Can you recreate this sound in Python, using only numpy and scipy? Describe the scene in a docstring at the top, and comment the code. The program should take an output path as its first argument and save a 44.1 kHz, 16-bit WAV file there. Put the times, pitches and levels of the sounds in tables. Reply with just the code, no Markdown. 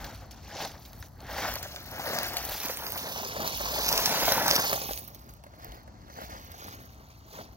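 """A small radio-controlled car on dirt and gravel in a yard; two spaced microphones, low outdoor rumble.
It starts with short throttle jabs, a thin drive whine and, at 1 s, a brief gear whir.
From 1.3 s it weaves nearer: hollow tyres drum, stones crunch, grit sprays, the chassis knocks.
At 3.9-4.7 s it sweeps close by, flung pebbles clacking as they land.
From 5 s it leaves to the right with a few fainter jabs."""
import sys
import numpy as np
from scipy import signal
from scipy.fft import rfft, irfft, next_fast_len
from scipy.io import wavfile
from scipy.ndimage import map_coordinates

SR = 44100
rng = np.random.default_rng(int(sys.argv[2]) if len(sys.argv) > 2 else 0)


def to_wav(s):
    """Save 16-bit WAV."""
    ch = np.atleast_2d(s).T  # columns
    pcm = np.round(np.clip(ch, -1, 1) * 32767)  # PCM
    wavfile.write(sys.argv[1], SR, pcm.astype(np.int16))


N = 333428

# Spectra, each: freq_hz, relative_db
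# hollow tyres and shell
TYRE_SPECTRUM = [(150, -11.5), (330, -5.5), (430, -1), (560, 1), (720, 2), (880, -0.5), (1150, -4.5),
                 (1400, -12.5), (1700, -7), (2200, -9.5), (3200, -66), (6000, -19)]
# car's weight hitting the ground
THUD_SPECTRUM = [(50, -32), (90, 0.5), (150, -2), (250, -1), (400, -5), (800, -38), (2000, -33)]
# tread sliding on packed dirt
RASP_SPECTRUM = [(700, -6.5), (1100, -0.5), (1450, 4), (1900, 0), (2400, -8.5), (3100, -8.5), (4200, -6),
                 (7000, -51.5)]
# colliding stones
STONE_SPECTRUM = [(1200, -4.5), (2300, 1), (3200, -0.5), (4400, 2), (5800, 0), (6600, -2), (7300, -9.5),
                  (7900, -11), (11000, -6.5)]
# fine grit
GRIT_SPECTRUM = [(5000, -9), (8000, -9.5), (8800, -7), (10000, -6), (12500, 0.5), (15500, 5)]


def from_db(db):
    """Decibels to gain."""
    return 10 ** (np.asarray(db) / 20)


def unit_rms(x):
    """Scale to unit power."""
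    return x / np.sqrt(np.mean(x ** 2) + 1e-20)


def curves(rows):
    """Columns after time_s, interpolated to every sample."""
    time_s, *columns = np.transpose(rows)
    return [np.interp(np.arange(N) / SR, time_s, column) for column in columns]


def at_times(curve, time_s):
    """A curve's values at given moments."""
    return np.interp(time_s * SR, np.arange(N), curve)


def hump(centre_s, length_s):
    """Gaussian bump of height 1."""
    return np.exp(-np.minimum(2 * ((np.arange(N) / SR - centre_s) / length_s) ** 2, 50))


def drift(rate_hz):
    """Slow random wander, unit RMS."""
    step = 40
    pole = np.exp(-2 * np.pi * step * rate_hz / SR)
    noise = rng.standard_normal(N // step + 2002)
    slow = signal.lfilter([1], [1, -2 * pole, pole * pole], noise)[2000:]
    return np.interp(np.arange(N) / step, np.arange(len(slow)), unit_rms(slow))


def colour(x, spectrum, size=2048):
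    """Minimum-phase filter, one row per channel; white noise keeps its power."""
    freq_hz, relative_db = np.transpose(spectrum)
    grid_hz = np.maximum(np.arange(size + 1) * SR / (2 * size), 1)
    gain = from_db(np.interp(np.log(grid_hz), np.log(freq_hz), relative_db))
    cepstrum = irfft(np.log(gain))
    cepstrum[1:size] *= 2
    cepstrum[size + 1:] = 0
    response = irfft(np.exp(rfft(cepstrum)))[:size]
    return signal.oaconvolve(np.atleast_2d(x), [response / np.linalg.norm(response)], axes=1)[:, :N]


def ring(x, pitch_hz, cycles):
    """Unity-gain resonance, down 60 dB after `cycles`."""
    pitch_hz = min(pitch_hz, SR * .45)
    r = np.exp(-np.log(1000) * pitch_hz / (cycles * SR))
    poles = [1, -2 * r * np.cos(2 * np.pi * pitch_hz / SR), r * r]
    return signal.lfilter([(1 - r * r) / 2, 0, (r * r - 1) / 2], poles, x + 1e-18)


def contacts(per_s, spread_db, low_hz, high_hz, cycles, count):
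    """Random collisions, mostly weak, each ringing one of `count` resonances; unit RMS."""
    onsets = np.flatnonzero(rng.random(N) < per_s / SR)
    sizes = from_db(spread_db * np.minimum(rng.exponential(1, N), 4)) * rng.choice([-1, 1], N)
    mode_of, out = rng.integers(0, count, N), np.zeros(N)
    for mode, pitch_hz in enumerate(np.geomspace(low_hz, high_hz, count)):
        clicks, struck = np.zeros(N), onsets[mode_of[onsets] == mode]
        clicks[struck] = sizes[struck] / np.sqrt(per_s[struck])
        out += ring(clicks, pitch_hz, cycles)
    return unit_rms(out)


def impacts(starts_s, levels_db, pitches_hz, cycles, ringing, fall_s, tail_db, tail_s, size=4096):
    """Short noise cracks with a weaker tail, each ringing at its own pitch."""
    age_s, out = np.arange(size) / SR, np.zeros(N + size)
    attack = 1 - np.exp(-2 * age_s / fall_s)
    envelope = attack * (np.exp(-age_s / fall_s) + from_db(tail_db) * np.exp(-age_s / tail_s))
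    for start_s, level_db, pitch_hz in zip(starts_s, levels_db, pitches_hz):
        crack = unit_rms(envelope * rng.standard_normal(size))
        hit = unit_rms(crack + ringing * unit_rms(ring(crack, pitch_hz, cycles)))
        start = max(int(start_s * SR), 0)
        out[start:start + size] += from_db(level_db) * envelope.std() * hit
    return out[:N]


def random_hits(low_hz, high_hz, count):
    """Hits over the whole drive: start_s, pitch_hz, size (-1 to 1)."""
    when, pitch, size = rng.random((count, 3)).T
    return when * (N - 1) / SR, low_hz * (high_hz / low_hz) ** pitch, 2 * size - 1


def rumble():
    """Far traffic and air: common to both microphones in the bass, diffuse above."""
    # freq_hz, relative_db
    spectrum = [(22, -75), (38, -10), (55, 0.5), (95, -0.5), (160, -9), (240, -14), (420, -26.5),
                (700, -21), (1300, -33), (2500, -54), (6000, -42.5), (15000, -86)]
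    fade_db_per_s = 0.53
    common, separate = rng.standard_normal(N), rng.standard_normal((2, N))
    diffuse = signal.sosfilt(signal.butter(1, 900, "high", fs=SR, output="sos"), separate)
    level_db = -48.5 - fade_db_per_s * np.arange(N) / SR + drift(2.8)
    return from_db(level_db) * colour(common + 0.081 * separate + 2.0 * diffuse, spectrum)


def bass_swells(pitch_hz=56):
    """The rumble throbs irregularly at a wandering pitch."""
    # centre_s, length_s, level_db
    swells = [(0.025, .07, -44), (0.198, 0.1, -48), (1.3, 0.11, -48), (1.514, .06, -48),
              (2.42, 0.077, -45.5), (2.535, .06, -45.5), (3.6, 0.1, -49), (3.8, .24, -46),
              (3.99, 0.047, -45), (4.25, 0.036, -47), (4.933, .06, -46), (5.71, 0.05, -44),
              (6.305, .15, -51)]
    phase = 2 * np.pi * np.cumsum(pitch_hz * (1 + .14 * drift(25))) / SR
    envelope = sum(from_db(db) * hump(centre_s, length_s) for centre_s, length_s, db in swells)
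    return np.sqrt(2) * np.sin(phase) * envelope


def ground_echoes(x, fall_s, low_hz, count, size=4096):
    """Stony ground returns short, drifting echo clouds, different at each microphone."""
    clouds = rng.standard_normal((count, 2, size)) * np.exp(-np.arange(size) / SR / fall_s)
    clouds /= np.linalg.norm(clouds, axis=2, keepdims=True)
    shares = np.array([drift(5) for _ in range(count)])
    shares /= np.linalg.norm(shares, axis=0)
    bright = signal.sosfilt(signal.butter(2, low_hz, "high", fs=SR, output="sos"), x)
    return sum(share * signal.oaconvolve(bright[None], cloud, axes=1)[:, :N]
               for share, cloud in zip(shares, clouds))


def with_ground_ring(x, lag_ms, centre_hz=830, hz_per_ms=1000, width_hz=140, block=256):
    """Ground reflection adds a hollow ring that glides with the car's bearing."""
    ringing, state = np.zeros(N), np.zeros(2)
    r = np.exp(-np.pi * width_hz / SR)
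    angle = 2 * np.pi * (centre_hz + hz_per_ms * lag_ms) / SR
    for i in range(0, N, block):
        poles = [1, -2 * r * np.cos(angle[i]), r * r]
        ringing[i:i + block], state = signal.lfilter([1, 0, -1], poles, x[i:i + block], zi=state)
    return x + from_db(-3.5) * (1 - r * r) / 2 * ringing


def at_microphones(x, lag_ms):
    """Stereo by arrival time; the left microphone is lag_ms later."""
    half_lag = lag_ms * SR / 2000
    return np.array([map_coordinates(x, [np.arange(N) - side * half_lag], order=3) for side in (1, -1)])


def shaded(pair, lag_ms, corner_hz=5000, db_per_ms=10):
    """The housing shades the far microphone: treble leans towards the car."""
    treble = signal.sosfiltfilt(signal.butter(1, corner_hz, "high", fs=SR, output="sos"), pair)
    gains = from_db(db_per_ms * lag_ms * np.array([[-1], [1]]))
    gains /= np.sqrt(np.mean(gains ** 2, axis=0))
    return pair + treble * (gains - 1)


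def motor():
    """Harmonics 2 and 3 of an unsteady gear mesh; the drive's switching whine at part throttle."""
    # time_s, mesh_hz, level_db
    gear_whir = [(0.99, 2350, -85), (1.01, 2600, -57), (1.035, 3300, -60), (1.055, 3300, -63),
                 (1.07, 3000, -59), (1.085, 2900, -90)]
    whine_start_s, whine_end_s, whine_hz, whine_db = 0.37, 0.65, 12040, -74
    time_s = np.arange(N) / SR
    mesh_hz, whir_db = curves(gear_whir)
    phase = 2 * np.pi * np.cumsum(mesh_hz * (1 + .06 * drift(500))) / SR
    whir = from_db(whir_db) * (np.sin(2 * phase) + .25 * np.sin(3 * phase))
    swell = np.sin(np.pi * np.clip((time_s - whine_start_s) / (whine_end_s - whine_start_s), 0, 1))
    return whir + from_db(whine_db) * swell * np.sin(2 * np.pi * whine_hz * time_s)


def chassis_buzz(tyre_db, pitch_hz=4380):
    """The shaking plastic chassis chatters in one narrow band."""
    chatter = contacts(np.full(N, 900), spread_db=2.0, low_hz=.97 * pitch_hz, high_hz=1.03 * pitch_hz,
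                       cycles=40, count=3)
    return chatter * from_db(-62 + .65 * (tyre_db + 46.5))


def stone_rattle(crunch_db):
    """Coarse stones knock together in short ringing flurries."""
    flurry_db = 3.3 * drift(22)
    per_s = 380 * from_db(flurry_db + .1 * (crunch_db + 43))
    stones = contacts(per_s, spread_db=2.0, low_hz=2300, high_hz=7000, cycles=42, count=17)
    return unit_rms(colour(stones, STONE_SPECTRUM)[0] * from_db(.5 * flurry_db)) * from_db(crunch_db - 6.5)


def with_bites(crunch_db, spray_db, fall_db_per_s=344):
    """A tyre bites into a patch of stones: both levels jump, then decay."""
    # start_s, crunch_db, spray_db
    bites = [(0.043, -46.5, -46), (0.145, -54, -62), (0.309, -47.5, -54), (0.425, -56, -54),
             (0.735, -59, -61), (0.851, -50, -50), (1.203, -62, -56), (1.625, -40, -54),
             (2.365, -35.5, -35), (2.491, -43, -34), (2.514, -41, -32), (2.649, -38, -36),
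             (2.692, -37, -32), (2.79, -58, -46), (2.974, -37, -34), (3.739, -31, -35), (4.046, -31, -27),
             (4.21, -40, -42), (4.275, -50, -35), (4.692, -39, -42), (4.728, -36, -25), (4.968, -45.5, -49),
             (5.074, -59, -47), (5.147, -59, -51), (5.289, -56, -49), (6.099, -59.5, -73), (7.1, -57, -57)]
    power = from_db([crunch_db, spray_db]) ** 2
    decay = from_db(-fall_db_per_s * np.arange(SR // 2) / SR) ** 2
    for start_s, *levels_db in bites:
        span = power[:, int(start_s * SR):][:, :len(decay)]
        span += np.outer(from_db(levels_db) ** 2, decay[:span.shape[1]])
    return 10 * np.log10(power)


def gravel(crunch_db, spray_db):
    """Stones grind in clumps and throw grit; harder wheelspin, denser collisions."""
    clumps_db = 1.9 * drift(30)
    per_s = 4000 * from_db(.5 * (crunch_db + 43.5))
    stones = contacts(per_s, spread_db=2.0, low_hz=2094, high_hz=7520, cycles=15.6, count=22)
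    grit = contacts(1.1 * per_s, spread_db=5.6, low_hz=8700, high_hz=16000, cycles=8.4, count=20)
    crunch = unit_rms(colour(stones, STONE_SPECTRUM)[0]) * from_db(crunch_db - 1.0 + clumps_db)
    spray = unit_rms(colour(grit, GRIT_SPECTRUM)[0]) * from_db(spray_db + clumps_db)
    return crunch + spray


def pebbles(crunch_db, spray_db, flight_s=0.04):
    """Flung pebbles clack on landing; random chips mostly tick, as hard as they were thrown."""
    # start_s, clack_db, clack_hz, tick_db
    big_pebbles = [(0.0434, -36.5, 4070, -46), (0.1475, -45, 4280, -45), (0.649, -30, 4230, -52),
                   (0.9313, -46, 4180, -44), (1.026, -40.5, 1890, -49), (1.204, -45, 4330, -55),
                   (1.5393, -42, 4400, -26), (1.5553, -31, 4570, -26), (1.6291, -38, 6300, -27),
                   (1.761, -31, 3580, -33), (2.1868, -22.5, 5000, -25), (2.2318, -34, 4200, -22),
                   (2.3687, -22, 4450, -20), (2.4513, -48, 5800, -22), (2.602, -40, 6000, -25),
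                   (2.684, -31, 6700, -40), (2.772, -47, 6000, -20.5), (2.866, -28, 4870, -39),
                   (2.9216, -44, 4700, -21.5), (3.249, -31, 5230, -45), (3.4762, -27.5, 4140, -21),
                   (3.883, -21, 5700, -26), (3.889, -18.5, 6700, -13), (3.9264, -17, 5540, -19),
                   (3.9775, -16, 5330, -18), (4.058, -15, 5560, -26), (4.0646, -23, 5630, -25),
                   (4.321, -16.5, 5600, -20), (4.4802, -17.5, 5600, -16), (4.505, -17.5, 5850, -29),
                   (4.5105, -13, 5100, -22), (4.522, -24, 5870, -31), (4.5544, -18, 5000, -22),
                   (4.5622, -14, 5550, -21), (4.695, -25, 4900, -33), (4.7303, -25.5, 2220, -23),
                   (4.933, -29, 5640, -28), (4.9755, -33.5, 4700, -31), (5.1474, -47, 6500, -38),
                   (5.3378, -79, 6200, -40), (5.4379, -48, 2160, -47), (5.646, -47, 5600, -34),
                   (5.72, -44, 2970, -56), (6.5178, -48, 2190, -34.5)]
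    landing_s, chip_hz, size = random_hits(low_hz=3900, high_hz=6400, count=70)
    thrown_s, size_db = landing_s - flight_s, 2.5 * size
    chip_clack_db = at_times(crunch_db, thrown_s) - 3.0 + size_db
    chip_tick_db = at_times(spray_db, thrown_s) + 5.0 + size_db
    chips = np.column_stack([landing_s, chip_clack_db, chip_hz, chip_tick_db])
    start_s, clack_db, clack_hz, tick_db = np.vstack([big_pebbles, chips]).T
    clacks = impacts(start_s, clack_db + 5.5, clack_hz, cycles=24, ringing=.45,
                     fall_s=.0008, tail_db=-12, tail_s=.004)
    tick_hz = rng.uniform(8800, 18000, len(start_s))
    ticks = impacts(start_s, tick_db + 13.5, tick_hz, cycles=25, ringing=.4,
                    fall_s=.0003, tail_db=-24, tail_s=.003)
    return (colour(clacks, STONE_SPECTRUM) + colour(ticks, GRIT_SPECTRUM))[0]


def scuffs():
    """Tread sticks and slips sideways, drumming the tyre and rasping the dirt."""
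    # centre_s, length_s, level_db
    skids = [(0.521, 0.033, -43), (1.433, 0.0068, -29), (1.488, 0.021, -34), (1.564, 0.024, -37.5),
             (1.6, 0.013, -44), (1.65, .03, -46), (1.746, 0.023, -49), (1.88, .04, -49),
             (2.068, 0.032, -32), (2.17, 0.031, -30.5), (2.24, .025, -38), (2.353, 0.03, -40),
             (2.872, 0.015, -39), (6.225, .03, -49), (6.334, 0.049, -49)]
    slips = contacts(np.full(N, 1500), spread_db=3.5, low_hz=530, high_hz=2580, cycles=17, count=14)
    scrape = unit_rms(colour(slips, TYRE_SPECTRUM) + from_db(-6.0) * colour(slips, RASP_SPECTRUM))[0]
    return scrape * sum(from_db(db - 3.0) * hump(centre_s, length_s) for centre_s, length_s, db in skids)


def knocks(tyre_db):
    """Bumps strike tyres and chassis: hard ones at set times, light ones at random."""
    # start_s, level_db, pitch_hz
    hard_bumps = [(0.602, -36.5, 740), (0.65, -37, 810), (1.025, -47.5, 1550), (1.448, -29.5, 840),
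                  (1.655, -41, 586), (1.765, -54, 700), (1.994, -33.5, 825), (2.338, -34.5, 860),
                  (2.65, -38.5, 335), (2.696, -33, 520), (3.159, -36.5, 820), (3.363, -33.5, 520),
                  (3.606, -33.5, 640), (3.865, -36, 750), (3.914, -31.5, 685), (3.988, -27, 960),
                  (4.073, -29, 840), (4.172, -32, 520), (4.225, -35, 557), (4.277, -23, 735),
                  (4.317, -25, 567), (4.349, -32, 940), (4.375, -28, 875), (4.458, -25, 810),
                  (4.478, -27, 885), (4.532, -30, 530), (4.638, -29, 820), (4.727, -25, 650),
                  (4.738, -32, 564), (4.756, -33.5, 715), (4.773, -33, 875), (4.815, -34.5, 500),
                  (4.83, -42, 750), (4.889, -34, 804), (4.908, -33, 505), (5.08, -48, 1010),
                  (5.291, -52, 1230), (5.438, -47, 900), (5.463, -47, 596), (5.535, -53.5, 650),
                  (5.722, -45, 710), (5.875, -47, 630), (6.098, -48.5, 646), (6.186, -45, 670),
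                  (6.215, -42, 660), (6.293, -51, 654), (6.54, -47, 686), (6.681, -43, 930),
                  (7.339, -50, 630), (7.386, -39.5, 650)]
    light_s, light_hz, size = random_hits(low_hz=464, high_hz=1070, count=36)
    light_bumps = np.column_stack([light_s, at_times(tyre_db, light_s) - 3 + 3 * size, light_hz])
    start_s, level_db, pitch_hz = np.vstack([hard_bumps, light_bumps]).T
    bumps = impacts(start_s, level_db, pitch_hz, cycles=10, ringing=.3,
                    fall_s=.004, tail_db=-12, tail_s=.009)
    drum_and_rasp = colour(bumps, TYRE_SPECTRUM) + colour(bumps, RASP_SPECTRUM)
    return (from_db(0.5) * drum_and_rasp + from_db(-10.5) * colour(bumps, THUD_SPECTRUM))[0]


def drumming_db():
    """Tyre level: steady rolling plus throttle jabs that spin the wheels."""
    # set by speed and nearness: time_s, level_db
    rolling = [(0.0, -59.5), (0.8, -57.5), (1.07, -63), (1.1, -82), (1.19, -62), (1.32, -43), (1.66, -49.5),
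               (1.84, -54), (2.08, -39), (2.5, -43.5), (2.95, -41.5), (3.33, -40.5), (3.55, -40.5),
               (3.95, -32.5), (4.4, -33), (4.66, -32.5), (4.82, -42.5), (4.92, -44), (5.08, -56),
               (5.45, -63.5), (6.8, -60), (7.05, -61.5), (7.55, -61)]
    # peak_s, hold_s, level_db, rise_db_per_s, fall_db_per_s
    throttle_jabs = [(0.0, 0.011, -48, 200, 57), (0.611, 0.037, -39.5, 134, 178),
                     (1.392, 0.1, -36.5, 113, 130), (2.153, 0.093, -38.5, 60, 123),
                     (3.067, 0.13, -41.5, 208, 250), (3.4, 0.07, -35, 300, 211),
                     (3.62, 0.055, -36, 397, 150), (4.279, 0.04, -34, 302, 246),
                     (4.478, 0.057, -31, 301, 141), (5.62, 0.15, -49, 180, 194),
                     (6.184, 0.058, -44.5, 133, 167), (6.308, 0.028, -45.5, 215, 80),
                     (6.638, 0.061, -49.5, 34, 97), (7.363, 0.051, -46.5, 132, 252)]
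    time_s, power = np.arange(N) / SR, from_db(curves(rolling)[0]) ** 2
    for peak_s, hold_s, level_db, rise_db_per_s, fall_db_per_s in throttle_jabs:
        before_db = rise_db_per_s * np.maximum(peak_s - time_s, 0)
        after_db = fall_db_per_s * np.maximum(time_s - peak_s - hold_s, 0)
        power += from_db(level_db - before_db - after_db) ** 2
    return 10 * np.log10(power)


def tyres(level_db):
    """Tread lugs slap the ground and drum the hollow tyres; sliding rasps, the car's weight thuds."""
    # sliding on packed dirt, relative to level_db: time_s, rasp_db
    slide = [(0, -1), (0.6, -10.5), (1.0, -6), (1.45, -2), (2.8, -4.5), (3.3, -12), (4.0, -10), (4.45, -3),
             (4.9, -12), (5.7, -6.5), (6.3, -7.5), (6.7, -2), (7.5, -11)]
    slaps_per_s = 1100 * from_db(.3 * (level_db + 41.0))
    slaps = contacts(slaps_per_s, spread_db=1.5, low_hz=410.5, high_hz=2360, cycles=11.5, count=16)
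    lumps = drift(20)
    drumming = unit_rms(colour(slaps, TYRE_SPECTRUM)[0]) * from_db(level_db - 3.0 + 2.2 * lumps)
    grains_per_s = 3000 * from_db(.3 * (level_db + 43.5))
    sand = contacts(grains_per_s, spread_db=0.0, low_hz=1145, high_hz=3650, cycles=15.0, count=12)
    rasp = unit_rms(colour(sand, RASP_SPECTRUM)[0]) * from_db(level_db + curves(slide)[0] + 1.8 * lumps)
    jolts_per_s = 160 * from_db(0.18 * (level_db + 42.0))
    jolts = contacts(jolts_per_s, spread_db=2.0, low_hz=97, high_hz=440, cycles=2.1, count=6)
    thud_db = -50.0 + 0.68 * (level_db + 41.5) + 2.0 * lumps
    return drumming + rasp + unit_rms(colour(jolts, THUD_SPECTRUM)[0]) * from_db(thud_db)


def scene():
    """The car crosses the microphones; its spray of stones is wider than the car."""
    # car's bearing, positive to the right: time_s, lag_ms
    path = [(0, -0.022), (1.15, -0.018), (1.4, -0.03), (1.65, -0.12), (1.95, -0.142), (2.2, -0.14),
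            (2.4, -0.091), (2.68, 0.095), (2.82, 0.12), (3.0, 0.16), (3.2, 0.24), (3.45, 0.26), (3.7, 0.22),
            (3.93, 0.14), (4.15, 0.097), (4.37, 0.083), (4.6, 0.18), (4.77, 0.27), (4.95, 0.297),
            (5.2, 0.35), (5.8, 0.41), (6.2, 0.41), (6.6, 0.34), (7.0, 0.29), (7.55, 0.29)]
    # packed dirt to loose stones, relative to tyre_db: time_s, crunch_db, spray_db
    surface = [(0.0, -4, -4), (0.22, -0.5, -3), (0.26, -11, -7), (0.3, -26, -10), (0.34, -4, -7),
               (0.52, 3.5, -8), (0.64, -1, -8), (0.92, -8, 4), (1.06, 4.5, 10), (1.11, -21, 3),
               (1.19, -28, -5), (1.25, -6.5, -8), (1.42, -4.5, -6.5), (1.72, 2, 4), (2.15, -4, -4),
               (2.55, 2, 5.5), (2.9, -2.5, 4.5), (3.15, -2.5, -2), (3.33, -0.5, -2.5), (3.43, -7, -5.5),
               (3.55, 3.5, 2.5), (3.67, -4, -4), (3.78, 2, 3), (4.0, 2, 2), (4.5, -2, 0), (4.68, 0, 0.5),
               (4.83, 2.5, 7), (4.95, -1, 6), (5.7, -12, -10.5), (6.25, -7, -8), (6.75, -1.5, 0),
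               (7.4, -5.5, -6.5)]
    # wheels skip clear of the ground: centre_s, length_s
    hops = [(1.593, .016), (1.688, 0.022), (2.302, 0.03), (2.766, 0.0081), (3.578, 0.015), (4.262, 0.0075),
            (4.433, 0.023), (4.688, 0.025), (4.784, 0.022), (4.877, 0.055), (6.27, 0.031), (6.415, 0.037),
            (6.568, 0.034)]
    tyre_db = drumming_db()
    crunch_db, spray_db = tyre_db + np.array(curves(surface))
    lag_ms, = curves(path)
    contact_db = tyre_db - 5.5 * sum(hump(centre_s, length_s) for centre_s, length_s in hops)
    wheels = tyres(contact_db) + knocks(contact_db) + scuffs()
    body = with_ground_ring(wheels, lag_ms) + chassis_buzz(tyre_db)
    landings = pebbles(crunch_db, spray_db)
    crunch_db, spray_db = with_bites(crunch_db, spray_db)
    underside = gravel(crunch_db - 3.0, spray_db - 9.5) + stone_rattle(crunch_db) + motor()
    flung = gravel(crunch_db - 9.5, spray_db - 6.5)
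    car = body + underside + landings
    direct = at_microphones(car, lag_ms) + at_microphones(flung, lag_ms + 0.052 * drift(46))
    near = from_db(1.0) * ground_echoes(underside + flung, fall_s=0.0045, low_hz=6200, count=4, size=1024)
    yard = from_db(-16.5) * ground_echoes(car, fall_s=.016, low_hz=240, count=2)
    return shaded(direct + near + yard, lag_ms) + rumble() + bass_swells()


def record(dry):
    """Each microphone port has its own colour; steep low-pass on top."""
    # freq_hz, left_minus_right_db
    port_balance = [(100, 1.6), (600, 1.5), (1000, 1.8), (1350, 0.5), (2600, 1.6), (4500, 0.2), (5300, 0.5),
                    (6200, -7.5), (6900, 5), (7350, 11), (8100, 0.5), (12000, 2.5), (15500, -2.5)]
    cutoff_hz = 16000
    freq_hz, difference_db = np.transpose(port_balance)
    size = next_fast_len(N + 2048)
    grid_hz = np.arange(size // 2 + 1) * SR / size
    lean_db = np.interp(grid_hz, freq_hz, difference_db) * np.array([[.5], [-.5]])
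    ports = irfft(rfft(dry, size) * from_db(lean_db), size)[:, :N]
    return signal.sosfilt(signal.ellip(12, .2, 80, cutoff_hz, fs=SR, output="sos"), ports)


dry = scene()
out = record(dry)
to_wav(out)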